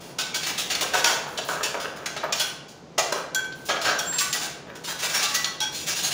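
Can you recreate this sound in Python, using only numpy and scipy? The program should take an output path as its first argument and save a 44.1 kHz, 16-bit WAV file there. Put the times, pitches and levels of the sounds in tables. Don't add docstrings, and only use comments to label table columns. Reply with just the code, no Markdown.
import sys
import numpy as np
from scipy import signal
from scipy.fft import rfft, irfft, next_fast_len
from scipy.io import wavfile
from scipy.ndimage import uniform_filter1d

SR = 44100
rng = np.random.default_rng(int(sys.argv[2]) if len(sys.argv) > 2 else 0)


def bounce(signal):
    frames = np.transpose(np.atleast_2d(signal))
    limited = np.clip(frames, -1, 1)
    pcm = np.round(limited * 32767).astype(np.int16)
    wavfile.write(sys.argv[1], SR, pcm)


N = 270333

# freq_hz, gain_db
EDGE_SPECTRUM = [(30, -55), (100, -18), (300, -14.5), (600, -6), (1000, -2.5), (1600, -0.5), (2000, -2),
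                 (3300, 1.5), (5000, 0.5), (7100, 0.5), (7900, -9.5), (10300, -8), (11200, -15),
                 (13400, -18.5), (14700, -8)]
# start_s, length_s, level_db, fizz_db, body_db
EDGE_STROKES = [ (0, 0.13, -44.5, 6, 9.5), (.184, 0.04, -24, -4, -3), (.342, 0.034, -23.5, -1.5, -4.5),
                (0.428, 0.033, -27.5, -4, -3), (0.461, 0.051, -25.5, 1, 4), (.576, 0.051, -24, 0.5, -3),
                (0.699, 0.037, -23, -3, 0.5), (.749, 0.01, -22.5, -2, 2), (.808, 0.028, -21.5, 1.5, 1),
                (.932, 0.077, -23, -0.5, 6), (1.042, 0.0067, -12, -5, -1), (1.05, 0.1, -24, 0, 3),
                (1.26, 0.17, -47, 10, -10), (1.374, .02, -26.5, -8.5, -5), (1.447, .03, -38, 23, -6),
                (1.478, .084, -32.5, 3, -7), (1.629, 0.038, -23.5, 0.5, -2.5),
                (1.796, 0.058, -32.5, 0.5, 7), (1.96, 0.031, -41, 3, 10), (2.057, .02, -28, -3, 6.5),
                (2.163, .02, -28, -11, 9), (2.323, 0.016, -19.5, -8, -7), (2.353, .04, -34, 4, 2),
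                (2.394, 0.037, -21.5, 4, 1.5), (2.68, 0.048, -46, -3, -28), (2.98, 0.022, -20, -3, -20),
                (3.122, 0.0098, -23.5, -1.5, -10), (3.544, 0.14, -51.5, 10, 0),
                (3.65, 0.066, -36, 7.5, -13), (3.686, 0.038, -22, -14, 9.5), (3.812, .033, -28.5, -1, -2),
                (3.843, 0.071, -22, -5, 10), (3.988, 0.015, -25, 4.5, -3), (4.12, .07, -33, 2, 7),
                (4.183, 0.021, -19, -1, -18), (4.205, 0.018, -20.5, 7.5, 4), (4.327, .011, -18.5, -1, -21),
                (4.338, .039, -27, 6, 8), (4.4, .07, -29, 2, 2.5), (4.75, 0.025, -39.5, 3, 8),
                (4.835, 0.05, -33.5, 0.5, -6), (4.87, 0.06, -28.5, 3, 6), (4.985, 0.039, -30, 0, -4),
                (5.02, .052, -24, 2, 3), (5.074, 0.099, -31, 1, 2), (5.135, 0.048, -22, 4.5, 6),
                (5.185, 0.045, -26.5, -2, 6), (5.222, 0.039, -21.5, -1, -2), (5.274, 0.071, -32, 1, 0),
                (5.34, .027, -19.5, 1.5, -5), (5.452, 0.032, -34.5, 9, 10), (5.61, 0.042, -30.5, -2, -5),
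                (5.715, 0.13, -32, 1.5, -11.5), (5.86, 0.075, -24.5, -0.5, -3.5),
                (5.95, 0.068, -26.5, 0, -9), (6.02, 0.076, -24.5, 5, -1.5), (6.105, 0.054, -26, 2, -1)]
SWEEPS_FROM_S = 4.39
JAB_RISE, SWEEP_RISE = 0.11, 0.27

def edge_scrapes():
    out = np.zeros(N)
    for start_s, length_s, level_db, fizz_db, body_db in EDGE_STROKES:
        rise_s = length_s * (JAB_RISE if start_s < SWEEPS_FROM_S else SWEEP_RISE)
        push = pressure(rise_s, length_s, sag_db=6.5, release_s=0.0023, trail_db=-13.5, trail_s=0.081)
        grit = grains(len(push), per_s=2200, spread_db=2.0, dust=1.0)
        hiss = coloured(grit, EDGE_SPECTRUM, fizz_db, body_db, ripple_db=2.0)
        add(out, start_s, gain_of(level_db) * pressed(hiss, push))
    return out


# freq_hz, gain_db
GRIT_SPECTRUM = [(30, -62), (100, -22), (260, -18), (400, 0.5), (520, 5), (750, 1), (1100, -1.5), (1600, 0),
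                 (2100, -10), (3200, -14.5), (8000, -42), (16000, -31)]
# start_s, length_s, level_db
GRIT_DIGS = [(.812, 0.067, -29.5), (.934, 0.066, -24), (1.039, 0.1, -25.5), (1.241, 0.15, -38.5),
             (1.386, 0.017, -27.5), (1.483, 0.11, -27.5), (1.599, 0.12, -33.5), (1.742, 0.018, -23.5),
             (1.845, .02, -28), (1.963, 0.14, -41.5), (2.231, 0.023, -22), (2.978, 0.036, -20),
             (3.122, 0.0098, -19.5), (3.151, 0.053, -42), (3.686, 0.093, -25.5), (3.86, 0.077, -23),
             (4.666, 0.078, -40.5)]

def grit_crunches():
    out = np.zeros(N)
    for start_s, length_s, level_db in GRIT_DIGS:
        rise_s = 0.073 * length_s
        push = pressure(rise_s, length_s, sag_db=8.0, release_s=0.0047, trail_db=-13, trail_s=0.083)
        grit = grains(len(push), per_s=500, spread_db=5.5, dust=0.67)
        crunch = coloured(grit, GRIT_SPECTRUM, ripple_db=3.0)
        add(out, start_s, gain_of(level_db) * pressed(crunch, push))
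    return out


# pitch_hz, t60_s, side_hit_db, tip_hit_db, scraped_db
BLADE_MODES = [(856.4, 0.21, 2.5, -11.5, 10.5), (1536, 0.42, -3, 0.5, 7), (1596, 0.46, -11, -17, 1),
               (2310, 0.45, -13, -21.5, -3), (2690, 0.46, -33, -27, 6), (2400, 0.37, -21, -24, 5),
               (3310, 0.54, -11, -18, -38), (3312, 0.29, 3, -6.5, -0.5), (3840, 0.037, 11.5, -29, -5),
               (4230, 0.11, 0, -19, -14), (5060, 0.15, -22, -32, -27), (5650, 0.28, -18, -30, -9),
               (5650, 0.3, -1, -28, 6), (6380, 0.12, -6, -26, -4), (7110, 0.24, -21, -34, -27),
               (7240, 0.22, -25, -6.5, -20), (8600, 0.29, -37, -28, 5), (9500, 0.2, -25, -30, -1),
               (10400, 0.18, -16, -20, -24), (12290, .2, -27, -35, -24), (14400, 0.14, -24, -7, -20),
               (14560, .22, -25, -20, 0)]
# pitch_hz, t60_s, gain_db
BENT_MODES = [(1109, 0.23, -2.5), (1240, .3, -23), (1367, 0.19, -4), (1970, 0.28, 1.5)]
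# time_s, drive_db
BEND_DRIVE = [(0, -37), (4.1, -37), (4.22, -13.5), (4.45, -30), (4.8, -45), (5.1, -36), (5.3, -7.5),
              (5.45, -10.5), (5.65, -37)]

def blade_ring(scrapes):
    pitch_hz, t60_s, _, _, scraped_db = np.transpose(BLADE_MODES)
    free = driven(scrapes, pitch_hz, t60_s * 0.39, scraped_db, detune=0.0085)
    bent = driven(scrapes * gain_of(follow(BEND_DRIVE)), *np.transpose(BENT_MODES), detune=0.0026)
    return gain_of(-13.5) * free + bent


# start_s, tick_db, fizz_db, ring_db, place (0 side, 1 tip)
BLADE_CLINKS = [(.186, -24, -10, -34, 0.52), (.345, -30, 3, -35, .3), (2.059, -19, -3, -36.5, .7),
                (2.405, -41, 0, -27, 0.26), (3.346, -16, 1.5, -23, 1), (3.443, -35, -32, -34, 0.43),
                (3.523, -32, -32, -44, 0.5), (3.990, -23, -6, -29.5, 0.63), (5.444, -12, -15, -49, 0.13),
                (5.603, -18.5, -2, -24.5, 0.023)]

def blade_clinks():
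    pitch_hz, t60_s, side_db, tip_db, _ = np.transpose(BLADE_MODES)
    ticks, rings = np.zeros((2, N))
    t = np.arange(SR // 10) / SR
    snap = np.minimum(t / 0.0022, 1) * np.exp(-t / 0.0049)
    for start_s, tick_db, fizz_db, ring_db, place in BLADE_CLINKS:
        crack = coloured(rng.standard_normal(len(t)), EDGE_SPECTRUM, fizz_db, body_db=-9, ripple_db=2)
        add(ticks, start_s, gain_of(tick_db) * crack * snap)
        tone = ring(pitch_hz, t60_s, side_db + place * (tip_db - side_db), swell_cycles=17)
        brush_db = 2.9 * wobble(len(tone), smooth_samples=250)
        add(rings, start_s, gain_of(ring_db + brush_db) * tone)
    return ticks, rings


# centre_s, pitch_hz, peak_db, half_length_s
LOUD_CATCHES = [(.35, 2270, -30, 0.014), (.37, 1550, -33.5, 0.022), (.752, 4370, -26, 0.0067),
                (1.07, 1421, -23, .013), (1.39, 3000, -29, 0.013), (1.66, 2670, -30.5, .03),
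                (2.411, 3326, -21, .009), (2.412, 4250, -29, .03), (2.999, 6730, -23.5, 0.012),
                (3.385, 1545, -26, .03), (3.994, 5727, -23, 0.009), (4.219, 1157, -30, .018),
                (4.349, 1940, -29.5, .014), (5.17, 5560, -24.5, .035), (5.254, 3617, -27, .013),
                (5.26, 1169, -30, .025), (5.635, 3316, -28, .025), (5.762, 4220, -35.5, 0.035),
                (6.052, 6589, -23.5, 0.017), (6.055, 4070, -26.5, 0.023)]

def edge_chirps():
    out = np.zeros(N)
    for centre_s, pitch_hz, peak_db, half_s in LOUD_CATCHES + faint_catches():
        t = np.arange(-2 * half_s, 2 * half_s, 1 / SR)
        tremble = 1 + 0.02 * wobble(len(t), smooth_samples=70)
        phase = 2 * np.pi * np.cumsum(pitch_hz * tremble) / SR
        swell = np.exp(-(t / half_s) ** 2)
        add(out, centre_s + t[0], gain_of(peak_db) * swell * np.sin(phase))
    return out


def faint_catches(chance=0.6, below_stroke_db=10, half_s=0.016):
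    pitches_hz = [mode[0] for mode in BLADE_MODES if 1000 < mode[0] < 7100]
    rows = []
    for start_s, length_s, level_db, _, _ in EDGE_STROKES:
        luck, along, pick = rng.random(3)
        if luck < chance and length_s > half_s:
            pitch_hz = pitches_hz[int(pick ** 1.2 * len(pitches_hz))]
            centre_s = start_s + half_s + along * length_s
            rows.append((centre_s, pitch_hz, level_db - below_stroke_db, half_s))
    return rows


# time_s, pitch_hz, relative_db
SQUEAL_CONTOUR = [(4.04, 7364, -55), (4.08, 7380, -29), (4.116, 7480, -30), (4.132, 7475, -44),
                  (4.142, 7460, -27), (4.174, 7450, -36), (4.186, 7498, -28), (4.3, 7390, -45),
                  (4.32, 7500, -37)]

def edge_squeal():
    time_s, pitch_hz, relative_db = np.transpose(SQUEAL_CONTOUR)
    t = np.arange(time_s[0], time_s[-1], 1 / SR)
    waver_hz = 14 * wobble(len(t), smooth_samples=200)
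    phase = 2 * np.pi * np.cumsum(np.interp(t, time_s, pitch_hz) + waver_hz) / SR
    whistle = np.sin(phase) + gain_of(-19) * np.sin(2 * phase)
    out = np.zeros(N)
    add(out, time_s[0], gain_of(np.interp(t, time_s, relative_db)) * whistle)
    return gain_of(3) * out


# delay_s, gain
NEAR_WALLS = [(.0031, 0.19), (.0058, -0.19), (.0094, .22)]

def wall_slaps(x):
    out = np.zeros(N)
    for delay_s, gain in NEAR_WALLS:
        add(out, delay_s, gain * x)
    return out


# freq_hz, t60_s
ROOM_DECAY = [(150, 0.88), (600, 0.96), (1700, 0.77), (4500, 0.55), (8000, 0.46), (14000, 0.27)]

def room_tail():
    count = SR // 16
    taps = np.zeros(SR + 256)
    signs = rng.choice([-1., 1.], count)
    arrivals = np.arange(count) * 16 + rng.integers(0, 16, count) + 150
    taps[arrivals] = signs
    hz, t, bands = signal.stft(taps, SR, nperseg=256)
    fade = gain_of(-60 * t / at_hz(ROOM_DECAY, hz)[:, None])
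    _, tail = signal.istft(bands * fade, SR, nperseg=256)
    return tail / np.linalg.norm(tail)


# freq_hz, gain_db
AIR_SPECTRUM = [(5, -50), (28, -20), (45, -20), (70, -5.5), (110, -13.5), (130, 0), (165, 3), (200, -3),
                (300, -2), (500, -3.5), (900, -9.5), (1600, -19), (3000, -23), (6500, -25), (8500, -40),
                (12000, -49)]
# time_s, level_db
AIR_LEVEL = [(0, -44), (.4, -42.5), (1.2, -43), (2.1, -44), (2.8, -47), (3.6, -43.5), (4.7, -44.5),
             (5.5, -45), (6.1, -41)]

def building_air():
    return gain_of(follow(AIR_LEVEL)) * coloured(rng.standard_normal(N), AIR_SPECTRUM)


def pressure(rise_s, length_s, sag_db, release_s, trail_db, trail_s):
    t = np.arange(next_fast_len(int((length_s + 2.5 * trail_s) * SR))) / SR
    rise_s = max(rise_s, 0.0024)
    lifted_s = np.maximum(t - length_s, 0)
    sag = gain_of(-sag_db * np.clip((t - rise_s) / length_s, 0, 1))
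    bite = sag * np.exp(-lifted_s / release_s)
    trail = gain_of(trail_db) * np.exp(-(lifted_s / trail_s) ** 2)
    return np.minimum(t / rise_s, 1) * np.maximum(bite, trail)


def pressed(x, push):
    return unit_rms(x * push) * np.sqrt(np.mean(push ** 2))


def grains(count, per_s, spread_db, dust):
    size = gain_of(spread_db * np.minimum(rng.exponential(1, count), 3))
    clicks = size * rng.choice([-1, 1], count) * (rng.random(count) < per_s / SR)
    return unit_rms(clicks) + dust * rng.standard_normal(count)


def ring(hz, t60_s, db, swell_cycles=0.01):
    t = np.arange(SR // 3)[:, None] / SR
    swell = 1 - np.exp(-t * hz / swell_cycles)
    fade = np.exp(-np.log(1000) * t / t60_s)
    tones = np.sin(2 * np.pi * (hz * t + rng.random(len(hz))))
    return (swell * fade * tones) @ gain_of(db)


def driven(x, hz, t60_s, db, detune):
    def respond():
        modes = ring(hz * (1 + detune * rng.standard_normal(len(hz))), t60_s, db)
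        return modes / np.linalg.norm(modes)
    return shifting(x, respond, turns_per_s=1.3)


def shifting(x, respond, turns_per_s, count=4):
    place = np.arange(N) / SR * turns_per_s * count
    out = np.zeros(N)
    for k in range(count):
        distance = abs((place - k + count / 2) % count - count / 2)
        crossfade = np.cos(np.pi / 2 * np.minimum(distance, 1))
        out += signal.oaconvolve(x * crossfade, respond())[:N]
    return out


def coloured(x, spectrum, fizz_db=0, body_db=0, ripple_db=0):
    hz = np.fft.rfftfreq(len(x), 1 / SR)
    ripple = ripple_db * np.interp(hz, np.linspace(0, SR / 2, 90), rng.standard_normal(90))
    fizz = fizz_db / (1 + (7600 / (hz + 1)) ** 8)
    body = body_db / (1 + (hz / 2000) ** 4)
    eq = gain_of(at_hz(spectrum, hz) + fizz + body + ripple)
    return unit_rms(irfft(rfft(x) * eq, len(x)))


def wobble(count, smooth_samples):
    return unit_rms(uniform_filter1d(rng.standard_normal(count), size=smooth_samples))


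def gain_of(db):
    return 10 ** (np.asarray(db) / 20)


def unit_rms(x):
    return x / np.sqrt(np.mean(x ** 2) + 1e-20)


def at_hz(points, hz):
    freq_hz, value = np.transpose(points)
    return np.interp(np.log(hz + 1), np.log(freq_hz + 1), value)


def follow(points):
    return np.interp(np.arange(N) / SR, *np.transpose(points))


def add(mix, start_s, sound):
    part = mix[max(round(start_s * SR), 0):][:len(sound)]
    part += sound[:len(part)]


def scene():
    scrapes, crunches = edge_scrapes(), grit_crunches()
    ticks, rings = blade_clinks()
    edge = scrapes + blade_ring(scrapes) + ticks
    noises = edge + crunches
    squeaks = edge_squeal() + edge_chirps()
    direct = gain_of(-0.5) * noises + squeaks + rings
    send = gain_of(-4.5) * edge + gain_of(-5.5) * crunches + gain_of(-9) * squeaks + gain_of(-12) * rings
    reverb = shifting(send, room_tail, turns_per_s=3, count=5)
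    return (direct + wall_slaps(noises) + reverb + building_air())[None]


def record(dry, cutoff_hz=15680):
    lowpass = signal.firwin(401, cutoff_hz, window=("kaiser", 8), fs=SR)
    return signal.oaconvolve(dry, lowpass[None], "same")


dry = scene()
out = record(dry)
bounce(out)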